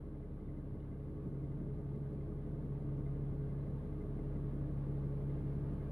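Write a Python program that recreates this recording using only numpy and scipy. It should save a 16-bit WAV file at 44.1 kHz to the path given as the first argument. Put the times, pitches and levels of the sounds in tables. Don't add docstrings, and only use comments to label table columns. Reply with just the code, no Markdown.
import sys
import numpy as np
from scipy import signal
from scipy.fft import rfft, irfft, next_fast_len
from scipy.io import wavfile

SR = 44100
rng = np.random.default_rng(int(sys.argv[2]) if len(sys.argv) > 2 else 0)


def int16_out(signal):
    q = np.round(np.clip(np.atleast_2d(signal).T, -1, 1) * 32767)
    wavfile.write(sys.argv[1], SR, q.astype(np.int16))


N = 260631
TIME = np.arange(N) / SR
CYLINDERS = 6
CLATTER_RISE_DB_PER_S = 0.26


def from_db(db):
    return 10 ** (np.asarray(db) / 20)


def in_time(points):
    seconds, value = np.transpose(points)
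    return np.interp(TIME, seconds, value)


def at_hz(points, hz):
    point_hz, value = np.transpose(points)
    return np.interp(np.log(hz + 1e-3), np.log(point_hz), value)


def rms_one(x):
    return x / np.sqrt(np.mean(x ** 2) + 1e-20)


def drift(rate_hz):
    hop, settle = 40, 2000
    pole = np.exp(-2 * np.pi * rate_hz * hop / SR)
    steps = rng.standard_normal(N // hop + settle + 2)
    slow = signal.lfilter([1], [1, -2 * pole, pole * pole], steps)[settle:]
    return np.interp(np.arange(N) / hop, np.arange(len(slow)), rms_one(slow))


def noise(shape):
    # frequency in Hz, correlation of left and right.
    likeness = [(60, 0.92), (250, 0.98), (500, 0.98), (1000, 0.85), (2000, 0.22), (4000, 0.15), (8000, 0.2),
                (12000, 0.56)]
    size = next_fast_len(N)
    hz = np.arange(size // 2 + 1) * SR / size
    alike = np.clip(at_hz(likeness, hz), 0, 1)
    mid, side = rfft(rng.standard_normal((2, size)))
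    pair = mid + np.sqrt((1 - alike) / (1 + alike)) * side * np.array([[1], [-1]])
    return irfft(pair * shape(hz), size)[:, :N] * np.sqrt(SR / 2)


def coloured(spectrum):
    return noise(lambda hz: from_db(at_hz(spectrum, hz)))


def resonant(centre_hz, width_hz):
    return rms_one(noise(lambda hz: 1 / (1 + ((hz - centre_hz) / width_hz) ** 2)))


def hiss():
    # frequency in Hz, relative density in dB.
    spectrum = [(100, -130), (4000, -133), (7800, -138), (8300, -134), (8900, -126), (11000, -124),
                (12000, -126), (12800, -135), (14000, -144)]
    return coloured(spectrum)


def tick(at_s=2.972, half_length_s=.008):
    envelope = from_db(-88) * np.exp(-((TIME - at_s) / half_length_s) ** 2)
    return envelope * resonant(centre_hz=5500, width_hz=2200)


def dog_tag(contact_s=.001):
    # start in seconds, level in dB.
    clinks = [(0.802, -73.5), (0.828, -82), (5.298, -77), (5.468, -79), (5.735, -77)]
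    # frequency in Hz, relative level in dB, seconds to fall 60 dB.
    modes = [(2923, 0, .045), (3630, -7, .03), (3880, -5, .035), (4400, -12, .012)]
    out = np.zeros(N)
    for start_s, level_db in clinks:
        since = np.maximum(TIME - start_s, 0)
        attack = np.minimum(since / contact_s, 1)
        for hz, mode_db, t60 in modes:
            decay_db = -60 * np.minimum(since / t60, 2)
            out += attack * from_db(level_db + mode_db + decay_db) * np.sin(2 * np.pi * hz * since)
    return out


def pulley(turns, half_length_s=.012, rasp_db=3.2, wander_hz=18):
    # peak time in seconds, relative level in dB.
    squeaks = [(0.06, -77.5), (0.236, -75), (0.405, -76), (0.492, -75), (0.579, -75), (0.833, -76),
               (0.922, -72), (1.44, -76), (1.697, -77), (1.785, -76), (2.129, -78), (2.211, -75),
               (3.07, -72.5), (3.504, -71.5), (3.669, -76), (3.932, -74), (4.02, -71.5), (4.082, -80),
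               (4.195, -72), (4.361, -69.5), (4.79, -77), (5.046, -71), (5.219, -74), (5.302, -72),
               (5.39, -72), (5.471, -85)]
    # frequency in Hz, relative level in dB.
    modes = [(2049, 1), (2135, -11)]
    rub_times = np.interp(np.arange(.75, turns[-1]), turns, TIME)
    faint_rubs = zip(rub_times, rng.normal(-79.5, 1.5, len(rub_times)))
    envelope = np.zeros(N)
    for peak_s, level_db in [*squeaks, *faint_rubs]:
        rub = from_db(level_db) * np.exp(-((TIME - peak_s) / half_length_s) ** 2)
        envelope = np.maximum(envelope, rub)
    chirp = np.zeros(N)
    for hz, mode_db in modes:
        rasp = from_db(mode_db + rasp_db * drift(120))
        pitch_hz = hz + wander_hz * drift(60)
        chirp += rasp * np.sin(2 * np.pi * np.cumsum(pitch_hz) / SR)
    scuff = from_db(-8) * resonant(modes[0][0], width_hz=110)
    return from_db(-3.6) * envelope * (chirp + scuff)


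def firing_pulse(turns, depth_db, uneven_db):
    firings = turns * CYLINDERS / 2
    strengths = rng.standard_normal(CYLINDERS)
    strengths = rms_one(strengths - strengths.mean())
    imbalance = np.interp(firings, np.arange(CYLINDERS), strengths, period=CYLINDERS)
    return rms_one(from_db(depth_db * np.cos(2 * np.pi * firings) + uneven_db * imbalance))


def valves(turns, flare_db=2.8):
    # frequency in Hz, relative level in dB.
    modes = [(870, -84), (1060, -82), (1128, -80.5), (1215, -82.5), (1414, -86.5), (1590, -88), (1706, -88),
             (1890, -93), (2133, -91.5), (2230, -95.5), (2369, -95), (2540, -97.5), (2780, -96),
             (3020, -100), (3280, -99.5), (3620, -102), (3950, -103), (4190, -103)]
    rings = sum(from_db(level_db + flare_db * drift(18)) * resonant(hz, width_hz=26)
                for hz, level_db in modes)
    rise = from_db(CLATTER_RISE_DB_PER_S * TIME)
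    return rise * rings * firing_pulse(turns, depth_db=1.0, uneven_db=1.0)


def clatter(turns):
    # frequency in Hz, relative density in dB.
    spectrum = [(200, -105), (480, -85), (640, -89), (730, -97), (900, -94), (1010, -101.5), (1230, -102.5),
                (1350, -107), (1650, -108), (2200, -114.5), (2500, -117.5), (3700, -121.5), (5500, -132),
                (8000, -143)]
    rise = from_db(-0.7 + CLATTER_RISE_DB_PER_S * TIME)
    return rise * coloured(spectrum) * firing_pulse(turns, depth_db=0.65, uneven_db=0.6)


def panels():
    # centre in Hz, width in Hz, relative level in dB.
    resonances = [(163, 5, -70.5), (299.2, 11, -64.5), (416, 34, -62.5), (470, 20, -75.5), (566, 3.4, -76),
                  (677, 9.1, -75), (761, 13, -83), (1109, 35, -80), (1253, 51, -82), (1510, 36, -85),
                  (2037, 30, -89)]
    return sum(from_db(level_db) * resonant(hz, width_hz) for hz, width_hz, level_db in resonances)


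def accessory(turns, order=25.75, waver_db=1.3):
    gain = from_db(-56.8 + waver_db * drift(3.7))
    return np.sqrt(2) * gain * np.sin(2 * np.pi * order * turns)


def overtone(turns, order=36, waver_db=1.4):
    # time in seconds, level in dB.
    levels = [(0.0, -62.5), (0.9, -66.5), (1.13, -56.5), (1.35, -60.5), (1.8, -60), (2.4, -55), (2.62, -60),
              (3.08, -55.5), (3.9, -62), (4.2, -56), (4.8, -59.5), (5.7, -57), (5.9, -72)]
    gain = from_db(in_time(levels) + waver_db * drift(5.7))
    return np.sqrt(2) * gain * np.sin(2 * np.pi * order * turns)


def lope(turns, waver_rad=0.33):
    # multiple of crank speed, relative level in dB.
    orders = [(7.5, -59.5), (8.5, -64), (9.0, -55.5), (11.5, -59.5), (12.5, -66), (14.0, -66), (14.5, -67),
              (15.0, -57), (16.5, -67), (17.0, -65.5), (18.0, -59.5), (19.5, -67), (21.0, -67.5),
              (22.0, -66), (23.5, -68.5), (24.5, -70), (26.0, -66), (27.0, -64.5), (28.5, -67.5),
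              (30.0, -69), (35.0, -68.5)]
    out = np.zeros(N)
    for order, level_db in orders:
        between_harmonics = round(2 * order) % CYLINDERS > 0
        start = rng.random() * between_harmonics
        phase = 2 * np.pi * (order * turns + start) + waver_rad * drift(1.3)
        out += from_db(level_db) * np.sin(phase)
    return np.sqrt(2) * out


def rumble(turns, effort, labour_db=4.2):
    # frequency in Hz, relative density in dB.
    spectrum = [(10, -96), (24, -90), (50, -75), (80, -73.5), (115, -68.5), (185, -70.5), (250, -72.5),
                (315, -74.5), (365, -77.5), (450, -83.5), (600, -89.5), (800, -106), (1500, -135)]
    gain = from_db(-3.2 + labour_db * effort)
    return gain * coloured(spectrum) * firing_pulse(turns, depth_db=-3.5, uneven_db=4.0)


def firing_hum(turns, effort, swell_db, throb_order=13.5):
    # time in seconds, relative level in dB.
    firing_levels = [(0.1, -53.5), (0.45, -51.5), (1.06, -55), (1.52, -54), (1.6, -49), (2.0, -56.5),
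                     (2.29, -50), (2.76, -51.5), (3.16, -47.5), (3.7, -51.5), (4.28, -46.5), (4.9, -48.5),
                     (5.85, -50)]
    # time in seconds, relative level in dB.
    boom_levels = [(0.0, -53), (1.25, -49.5), (1.4, -45), (1.6, -45.5), (2.08, -45), (2.4, -50), (2.7, -44),
                   (3.15, -41.5), (3.65, -44), (3.92, -50), (4.4, -44), (4.95, -41.5), (5.6, -42),
                   (5.9, -46)]
    # time in seconds, level in dB.
    throb_levels = [(0.4, -71), (1.5, -54), (3.3, -52.5), (4.2, -59), (4.7, -66), (5.3, -56), (5.9, -54)]
    firing_phase = 2 * np.pi * turns * CYLINDERS / 2
    fundamental = from_db(in_time(firing_levels) + 1.3) * np.cos(firing_phase)
    octave = from_db(-50 + swell_db) * np.cos(2 * firing_phase)
    surge_db = 1.8 * effort * np.cos(np.pi * (turns - .28))
    boom = from_db(in_time(boom_levels) + 0.25 + surge_db) * np.cos(4 * firing_phase)
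    throb = from_db(in_time(throb_levels)) * np.sin(2 * np.pi * throb_order * turns)
    return np.sqrt(2) * (fundamental + octave + boom + throb)


def labour(start_s=1, attack_s=0.28, recovery_s=1.1):
    since = TIME - start_s
    return np.clip(since / attack_s, 0, 1) * np.exp(-np.maximum(since - attack_s, 0) / recovery_s)


def scene():
    # time in seconds, turns per second.
    speed = [(0, 11.665), (1.2, 11.66), (1.6, 11.585), (2.4, 11.618), (3.3, 11.638), (4.4, 11.656),
             (5.1, 11.676), (5.9, 11.678)]
    turns = np.cumsum(in_time(speed)) / SR
    effort = labour()
    swell_db = -2.5 + 0.8069 * TIME
    tones = from_db(-0.5) * (lope(turns) + accessory(turns))
    drone = firing_hum(turns, effort, swell_db) + overtone(turns)
    machinery = rumble(turns, effort) + clatter(turns) + panels() + valves(turns)
    swelling = from_db(swell_db) * (tones + machinery + tick() + hiss())
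    return swelling + drone + pulley(turns) + dog_tag()


def record(dry, fade_s=.006, stopband_hz=14600):
    fade_in = np.sin(np.pi / 2 * np.minimum(TIME / fade_s, 1)) ** 2
    lowpass = signal.cheby2(12, 70, stopband_hz, fs=SR, output="sos")
    return signal.sosfilt(lowpass, dry * fade_in)


dry = scene()
out = record(dry)
int16_out(out)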